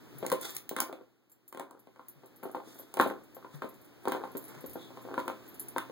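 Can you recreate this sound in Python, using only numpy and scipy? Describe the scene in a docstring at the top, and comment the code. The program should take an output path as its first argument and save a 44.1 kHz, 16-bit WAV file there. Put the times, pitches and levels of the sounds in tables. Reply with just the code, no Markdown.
"""A small dog plays with a round plastic track toy on a carpet, a metre away. Over a faint room hum its paws
thump and its collar tag tinkles in high metal modes. Then blows set the toy's hollow shell ringing, claws
click on the rim, the nose puffs turbulent air and the shoved ball patters round its track. These return in
uneven bouts, the hardest knock near 3 s. Throughout, a small living room reflects each sound, and two
microphone ports that partly cancel each other give a wide image."""
import sys
import numpy as np
from scipy import signal
from scipy.fft import rfft, irfft, next_fast_len
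from scipy.io import wavfile

SR = 44100
rng = np.random.default_rng(int(sys.argv[2]) if len(sys.argv) > 2 else 0)


def persist_wave(psi):
    """Save psi, clipped to +-1, as 16-bit WAV."""
    counts = np.round(np.clip(psi, -1, 1) * 32767).astype(np.int16)
    wavfile.write(sys.argv[1], SR, np.atleast_2d(counts).T)


N = 260631
TIME = np.arange(N) / SR
PORT_GAP_SAMPLES = 16  # travel time of sound between the two ports

# spectrum of a hard contact's sharp tick: frequency_hz, level_db
TICK_SPECTRUM = [(3500, -11.5), (6000, -7.5), (8700, -0.5), (11000, 0.5), (13500, -8), (16000, 3.5)]
# spectrum of the plastic rim's clack: frequency_hz, level_db
CLACK_SPECTRUM = [(1200, -21), (1900, 8.5), (2400, 3.5), (2900, 0), (3500, 1.5), (4400, -7), (5500, -16),
                  (9000, -42)]


def undb(db):
    """Decibels to amplitude ratio."""
    return 10 ** (np.asarray(db) / 20)


def along(rows, hz, axis=1):
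    """Interpolation of a table column over log frequency."""
    rows = np.array(rows, float)
    return np.interp(np.log(hz + 1), np.log(rows[:, 0]), rows[:, axis])


def colour(x, spectrum):
    """Linear filtering by a spectrum of frequency_hz, level_db points."""
    size = next_fast_len(x.shape[-1] + 512)
    gain = undb(along(spectrum, np.fft.rfftfreq(size, 1 / SR)))
    return irfft(rfft(x, size) * gain, size)[..., :x.shape[-1]]


def noise(spectrum, size):
    """Incoherent coloured noise at the two ports, rms 1."""
    x = colour(rng.standard_normal((2, size)), spectrum)
    return x / x.std()


def diffuse(x):
    """Diffuse-field coherence: the ports are alike in the bass, unrelated in the treble."""
    size = next_fast_len(x.shape[-1])
    coherence = .9 * np.sinc(2 * np.fft.rfftfreq(size) * PORT_GAP_SAMPLES)
    mid, side = irfft(rfft(x, size) * np.sqrt([1 + coherence, 1 - coherence]), size)[:, :x.shape[-1]]
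    return np.array([mid + side, mid - side]) / np.sqrt(2)


def from_left(x, lag_s=.00007, far_db=-0.3):
    """Path difference: a near source reaches the right port later and weaker."""
    i = np.arange(len(x))
    return np.array([x, undb(far_db) * np.interp(i - lag_s * SR, i, x)])


def add(out, start_s, x):
    """Superposition of a sound from start_s on."""
    i = max(int(start_s * SR), 0)
    out[:, i:i + x.shape[-1]] += x[:, :max(N - i, 0)]


def flex(t, hz, cycles):
    """Damped oscillation of a surface pushed in and springing back, peak near 1."""
    turns = t * hz
    swell = (1 - np.exp(-(turns / 0.72) ** 2)) * np.exp(-turns / (1.09 * max(cycles, .1)))
    return swell / swell.max() * np.sin(2 * np.pi * turns)


def ring(t, modes, scatter_db, detune):
    """Free decay of normal modes; every blow lands elsewhere and weights them anew."""
    hz, db, t60 = np.transpose(modes)[:, :, None]
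    weight, shift, phase = rng.standard_normal((3, len(modes), 1))
    swing = np.sin(2 * np.pi * (hz * (1 + detune * shift) * t + phase))
    return undb(db + scatter_db * weight - 60 * t / t60) * swing


def crack(spectrum, t, rise_s, fall_s):
    """A contact transient: a noise burst whose energy is set by its envelope."""
    envelope = (1 - np.exp(-t / rise_s)) * np.exp(-t / fall_s)
    burst = noise(spectrum, len(t)) * envelope
    return burst * np.linalg.norm(envelope) / np.linalg.norm(burst, axis=1, keepdims=True)


def background():
    """A diffuse field of rumble and hiss, with a hum modulated in amplitude and phase."""
    # course of the background: time_s, level_db
    levels = [(0, -57), (.28, -51.5), (.5, -60.5), (.78, -61), (1.2, -73), (1.7, -70), (2.3, -62),
              (3.9, -59), (4.5, -54), (5.91, -55)]
    # rumble and hiss: frequency_hz, level_db
    air_spectrum = [(30, -16.5), (70, -3.5), (120, 0.5), (200, -0.5), (330, -4), (700, -7), (1400, -9.5),
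                    (2400, -18), (4000, -21), (8000, -27.5), (12000, -26), (16000, -20.5)]
    hum_hz = 120.6
    waver = np.interp(TIME, np.linspace(0, TIME[-1], 30), rng.standard_normal(30))
    hum = undb(2 * waver) * np.sin(2 * np.pi * hum_hz * TIME + 0.45 * waver)
    ambience = diffuse(noise(air_spectrum, N)) + from_left(hum, lag_s=0.00014, far_db=-5)
    return ambience * undb(np.interp(TIME, *np.transpose(levels)))


def paws():
    """Soft impact: paws and the toy's base on the carpet excite only low, damped swings."""
    # thumps on the carpet: start_s, level_db, pitch_hz
    thumps = [(0.03, -61, 132), (.15, -42, 137), (0.546, -53, 142), (.795, -65, 54.6), (2.154, -52, 139),
              (2.998, -50, 50), (3.538, -37, 145), (4.563, -45.5, 149), (4.67, -48.5, 80)]
    out = np.zeros((2, N))
    for start, db, hz in thumps:
        add(out, start, from_left(undb(db) * flex(TIME[:SR // 5], hz, cycles=3.3)))
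    return out


def tag():
    """Modal ringing of metal: the tag strikes its ring and rebounds twice, each time with a scrape."""
    # shakes of the collar: start_s, level_db
    shakes = [(.183, -44), (0.412, -32.5), (.505, -37), (.549, -36), (1.297, -57), (1.317, -50),
              (1.479, -45), (1.793, -54), (2.084, -41), (2.433, -44.5), (2.514, -48), (2.744, -48),
              (2.789, -41.5), (3.01, -31), (3.073, -41), (3.347, -47), (3.69, -50.5), (3.742, -51),
              (3.846, -52), (4.37, -35.5), (4.441, -44), (4.481, -42), (4.661, -42), (4.696, -42),
              (4.732, -41.5), (5.478, -46), (5.543, -44.5), (5.596, -32), (5.612, -41), (5.684, -37)]
    # modes of the free tag: frequency_hz, level_db, t60_s
    tag_modes = [(6890, -21.5, .05), (7400, -16.5, 0.15), (9240, -10, 0.073), (10060, -9, 0.082),
                 (11270, 2.5, 0.08), (11360, -1.5, 0.062), (11800, -14, .07), (12800, -2, 0.066),
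                 (13190, -4, 0.046), (12920, 1, 0.2), (13500, -10, .04), (14900, -5, .06), (15280, -3, .09)]
    # faint clinks while the dog keeps its nose at the toy, one somewhere in each slot
    slot_s = .25
    jiggles = [(s + slot_s * rng.random(), -52.5 + 3 * rng.standard_normal())
               for s in np.arange(2.1, TIME[-1], slot_s)]
    out, t = np.zeros((2, N)), TIME[:SR // 8]
    collar_damping = np.exp(-t / 0.03)
    for start, db in shakes + jiggles:
        delays = np.cumsum([0, *rng.uniform(0.002, 0.0087, 2)])
        for bounce, delay in enumerate(delays):
            modes = ring(t, tag_modes, scatter_db=3.5, detune=0.0018) * collar_damping
            # a contact near a nodal line leaves that mode almost silent
            modes = modes * 1.47 * np.cos(rng.uniform(0, np.pi, (len(modes), 1)))
            # such short waves reach each port with their own sign
            tinkle = rng.choice([-1, 1], (2, len(modes))) @ modes
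            scrape = crack(TICK_SPECTRUM, t, rise_s=0.00023, fall_s=0.002)
            add(out, start + delay, undb(db - 5 * bounce) * (undb(-10) * tinkle + undb(-1.5) * scrape))
    return out


def blow(knock_db, hz, tick_db, thud_db, cycles):
    """Impulse response of the toy: lid and base flex, the shell rings, the rim cracks, parts rattle."""
    # modes of the hollow shell: frequency_hz, level_db, t60_s
    shell_modes = [(197.6, -13.5, .18), (321, -16.5, 0.11), (375.3, -19, 0.15), (516.8, -9, 0.13),
                   (555, -15.5, .08), (644.6, -20.5, 0.24), (743, -26.5, 0.034), (849.8, -14, 0.037),
                   (919, -15, 0.11), (1060.6, -10, 0.072), (1137, -17.5, 0.063), (1203, -23, 0.087),
                   (1360, -13.5, 0.054), (1543, -16.5, 0.053), (1734, -24.5, 0.036), (1860, -35, 0.038)]
    # loose parts buzzing against the plastic: frequency_hz, level_db
    rattle_spectrum = [(1000, -22.5), (1800, 7.5), (2700, -0.5), (3600, 1.5), (5200, -9), (9000, -5.5),
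                       (15000, -2.5)]
    t = TIME[:SR // 5]
    # the contact time picks out the modes near the blow's own pitch
    octaves_off = np.log2(np.array(shell_modes)[:, :1] / hz)
    excitation = (1 - np.exp(-t / 0.00083)) / (1 + (octaves_off / 1.22) ** 2)
    modes = excitation * ring(t, shell_modes, scatter_db=1.5, detune=0.011)
    # every mode radiates in its own pattern, so the two ports weight them differently
    directivity = 1 + 0.26 * rng.standard_normal((2, len(shell_modes)))
    shell = undb(knock_db - 3.5) * directivity @ modes
    lid = undb(knock_db) * flex(t, hz, cycles)
    base = undb(thud_db) * flex(t, 250 * np.exp(0.11 * rng.standard_normal()), cycles=0.46)
    panels = from_left(lid + base, lag_s=0.00013, far_db=-0.5)
    clack_db = 0.72 * knock_db + 0.28 * tick_db - 10.5
    clack = undb(clack_db) * crack(CLACK_SPECTRUM, t, rise_s=0.0006, fall_s=0.0027)
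    tick = undb(tick_db + 1.5) * crack(TICK_SPECTRUM, t, rise_s=0.00018, fall_s=0.0017)
    # the rattle grows faster than the blow and comes in uneven spurts
    spurts = undb(5 * np.interp(t, np.linspace(0, t[-1], 70), rng.standard_normal(70)))
    rattle = undb(1.174 * knock_db - 25) * spurts * crack(rattle_spectrum, t, rise_s=0.0067, fall_s=0.025)
    return panels + shell + clack + tick + rattle


def knocks():
    """Impact excitation of the toy: soft, low blows push its base harder."""
    # blows on the toy: start_s, level_db, pitch_hz, tick_db
    strikes = [(0.2268, -25.5, 540, -57), (.232, -30, 646, -53), (.249, -28, 700, -70),
               (0.264, -29.5, 596, -22.5), (.3, -35, 1370, -26), (.317, -17, 1040, -22),
               (0.7114, -27.5, 630, -61), (0.7644, -22, 1210, -26), (0.7867, -25, 1220, -32),
               (0.8027, -22, 1230, -13), (.819, -25, 990, -49), (.927, -30, 660, -44),
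               (1.01, -43.5, 520, -80.5), (1.526, -38.5, 1040, -40.5), (1.547, -36.5, 686, -46),
               (1.573, -32.5, 1010, -43), (1.5964, -30, 700, -33.5), (1.871, -43.5, 610, -63),
               (1.96, -47, 1000, -60), (2.234, -42, 642, -71.5), (2.429, -35, 800, -55),
               (2.434, -32.5, 940, -59), (2.454, -28.5, 634, -76), (2.566, -31, 830, -74),
               (2.672, -43, 514, -68), (2.796, -42, 580, -68), (2.94, -37.5, 1000, -29.5),
               (2.9704, -23, 793, -34.5), (2.991, -25.5, 720, -33), (2.998, -7.5, 1080, -27.5),
               (3.0223, -18.5, 925, -46), (3.061, -21, 627, -51), (3.1, -29, 1140, -45),
               (3.367, -36.5, 665, -72), (3.6206, -23.5, 1060, -47), (3.642, -27.5, 475, -63),
               (4.054, -27.5, 860, -42), (4.074, -16.5, 860, -67), (4.12, -19.5, 910, -28.5),
               (4.148, -22, 810, -58), (4.3508, -27.5, 434, -70), (4.6408, -33.5, 430, -70),
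               (4.756, -27.5, 587, -82), (4.905, -41, 695, -72), (4.972, -35, 880, -48.5),
               (5.051, -35.5, 532, -77), (5.086, -33, 796, -72), (5.141, -29, 1200, -46),
               (5.2792, -21.5, 1057, -32.5), (5.299, -29, 760, -59), (5.7623, -20.5, 903, -55),
               (5.7818, -20.5, 1370, -26), (5.897, -36.5, 510, -68)]
    thud_db_per_octave = -8
    out = np.zeros((2, N))
    for start, db, hz, tick_db in strikes:
        thud_db = db - 11.5 + thud_db_per_octave * np.log2(hz / 835)
        add(out, start, blow(db, hz, tick_db, thud_db, cycles=0.6))
    return out


def ball_taps():
    """Elastic rebound: the ball springs clear, so its knocks ring a little longer, with a light thud."""
    # the ball against the wall of its track: start_s, level_db, pitch_hz
    taps = [(.3245, -18.5, 508), (1.607, -33.5, 1010), (1.71, -43.5, 960), (1.994, -39.5, 1050),
            (2.547, -26.5, 860), (2.601, -38.5, 845), (3.426, -45, 1136), (3.446, -34.5, 1016),
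            (4.237, -27, 870), (5.1783, -18.5, 1000)]
    out = np.zeros((2, N))
    for start, db, hz in taps:
        add(out, start, blow(db, hz, tick_db=db - 31, thud_db=db - 14.5, cycles=2.34))
    return out


def claws():
    """Brief, hard contact: a claw ticks and clacks on the rim, too light to ring the shell."""
    # claws on the rim: start_s, level_db
    clicks = [(.3245, -23.5), (0.5656, -21.5), (0.692, -24), (1.709, -45), (4.082, -30)]
    out, t = np.zeros((2, N)), TIME[:SR // 20]
    for start, db in clicks:
        add(out, start, undb(db + 2.5) * crack(TICK_SPECTRUM, t, rise_s=0.0003, fall_s=0.0019))
        add(out, start, undb(db - 20.5) * crack(CLACK_SPECTRUM, t, rise_s=.0004, fall_s=.0022))
    return out


def snuffles():
    """Turbulent flow: puffs through the nose hiss, whistle in the nostrils and sound in the muzzle."""
    # puffs of breath: start_s, peak_s, end_s, hiss_db, whistle_db, muzzle_db
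    puffs = [(.385, 0.437, 0.63, -40, -50, -46.5), (2.596, 2.666, 3.06, -57, -68, -64),
             (3.494, 3.543, 3.63, -57.5, -67, -55), (4.44, 4.51, 4.69, -60, -70, -53),
             (4.737, 4.823, 4.92, -62, -56, -70), (5.423, 5.53, 5.47, -50, -60.5, -51)]
    # spectra of the breath: frequency_hz, level_db
    hiss_spectrum = [(1500, -1.5), (2200, -7.5), (5000, -2.5), (8500, -2), (12000, -4), (16000, -2.5)]
    whistle_spectrum = [(2900, -36), (3400, -0.5), (3680, -5), (3950, -9.5), (4500, -26.5)]
    muzzle_spectrum = [(150, -27.5), (400, 2), (1400, 5), (2200, -2.5), (4000, -41)]
    out, flutter_times = np.zeros((2, N)), TIME[::SR // 90]
    for start, peak, end, hiss_db, whistle_db, muzzle_db in puffs:
        t = TIME[:int(max(end - start, .02) * SR)]
        flow = np.interp(start + t, [start, peak, end], [0, 1, 0]) ** 1.65
        whistle = undb(whistle_db) * noise(whistle_spectrum, len(t))
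        hiss = undb(hiss_db) * noise(hiss_spectrum, len(t))
        muzzle = undb(muzzle_db) * diffuse(noise(muzzle_spectrum, len(t)))
        flutter = undb(3.7 * np.interp(t, flutter_times, rng.standard_normal(len(flutter_times))))
        add(out, start, undb(-2) * flow * flutter * (hiss + whistle + muzzle))
    return out


def ball_roll():
    """Rolling noise: the ball patters over seams, sped up by each shove and braked evenly by friction."""
    # shoves of the ball: fastest_s, level_db, braking_s
    shoves = [(.85, -41.5, 0.28), (1.65, -51, 0.26), (2.48, -51.5, 0.89), (3.07, -36, 0.2),
              (4.15, -39, 0.29), (5.15, -42, 0.42)]
    # response of the track: frequency_hz, level_db
    track_spectrum = [(120, -14.5), (220, -1.5), (500, 2), (1100, -5.5), (1500, 0.5), (2500, -26),
                      (6000, -37)]
    bumps_per_s, rise_s, speed_exponent = 190, 0.19, 2.37
    bumps = (rng.random(N) < bumps_per_s / SR) * rng.choice([-1, 1], N)
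    sizes = undb(4.34 * np.minimum(rng.exponential(size=N), 4))  # many tiny, a few larger
    pulse = flex(TIME[:SR // 50], 735, cycles=0.16)
    patter = colour(signal.fftconvolve(bumps * sizes, pulse)[:N], track_spectrum)
    envelope = sum(undb(db) * np.interp(TIME, [s - rise_s, s, s + braking_s], [0, 1, 0]) ** speed_exponent
                   for s, db, braking_s in shoves)
    return from_left(patter / patter.std() * undb(-4.5) * envelope)


def room(x):
    """Reverberation: a few early reflections, then a diffuse tail that lasts longest in the bass."""
    # reflections from hearth, wall and ceiling: delay_s, level_db, right_lag_s
    echoes = [(.0062, -22.5, -0.0058), (0.011, -13.5, 0.004), (0.02, -18, .0001)]
    # reverberant tail: frequency_hz, level_db, t60_s
    tail = [(100, -11, 1), (300, -4, 0.19), (1003, -4, 0.26), (3500, -3, 0.24), (8900, -9.5, 0.15),
            (15810, -7.5, 0.206)]
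    t = TIME[:SR // 2]
    hz = np.fft.rfftfreq(len(t), 1 / SR)
    octaves_hz = 62.5 * 2 ** np.arange(9)
    wash, response = rfft(diffuse(rng.standard_normal((2, len(t))))), 0
    build_up = 1 - np.exp(-(t / 0.0047) ** 2)
    for centre, share in zip(octaves_hz, np.eye(len(octaves_hz))):
        band = irfft(wash * np.interp(np.log(hz + 1), np.log(octaves_hz), share), len(t))
        fade = undb(-60 * t / along(tail, centre, axis=2)) * build_up
        response = response + band * fade / np.linalg.norm(fade) * undb(along(tail, centre))
    # rough surfaces return only the lower frequencies in one piece
    smear = np.array([1, 2, 3, 2, 1]) / 9
    for delay, db, lag in echoes:
        for port, start in enumerate([int(delay * SR), int((delay + lag) * SR)]):
            response[port, start:start + len(smear)] += undb(db) * smear
    return x + signal.fftconvolve(x[:1], response, axes=1)[:, :N]


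def scene():
    """Superposition at the two ports: the background, and dog and toy with their reverberation."""
    direct = paws() + tag() + knocks() + ball_taps() + claws() + snuffles() + ball_roll()
    return background() + room(direct)


def record(dry):
    """Differential microphone: each channel is one port minus the delayed other, equalised, top cut."""
    # lift that makes up for the bass the ports cancel: frequency_hz, gain_db
    equaliser = [(30, 5.5), (90, -0.5), (180, 2), (320, 9.5), (600, -3), (1200, -4.5), (2500, -0.5),
                 (16000, -3)]
    cutoff_hz = 15900
    other = np.pad(dry[::-1], ((0, 0), (PORT_GAP_SAMPLES, 0)))[:, :N]
    wide = colour(dry - other, equaliser)
    return signal.sosfilt(signal.ellip(8, .2, 70, cutoff_hz, fs=SR, output="sos"), wide)


dry = scene()
out = record(dry)
persist_wave(out)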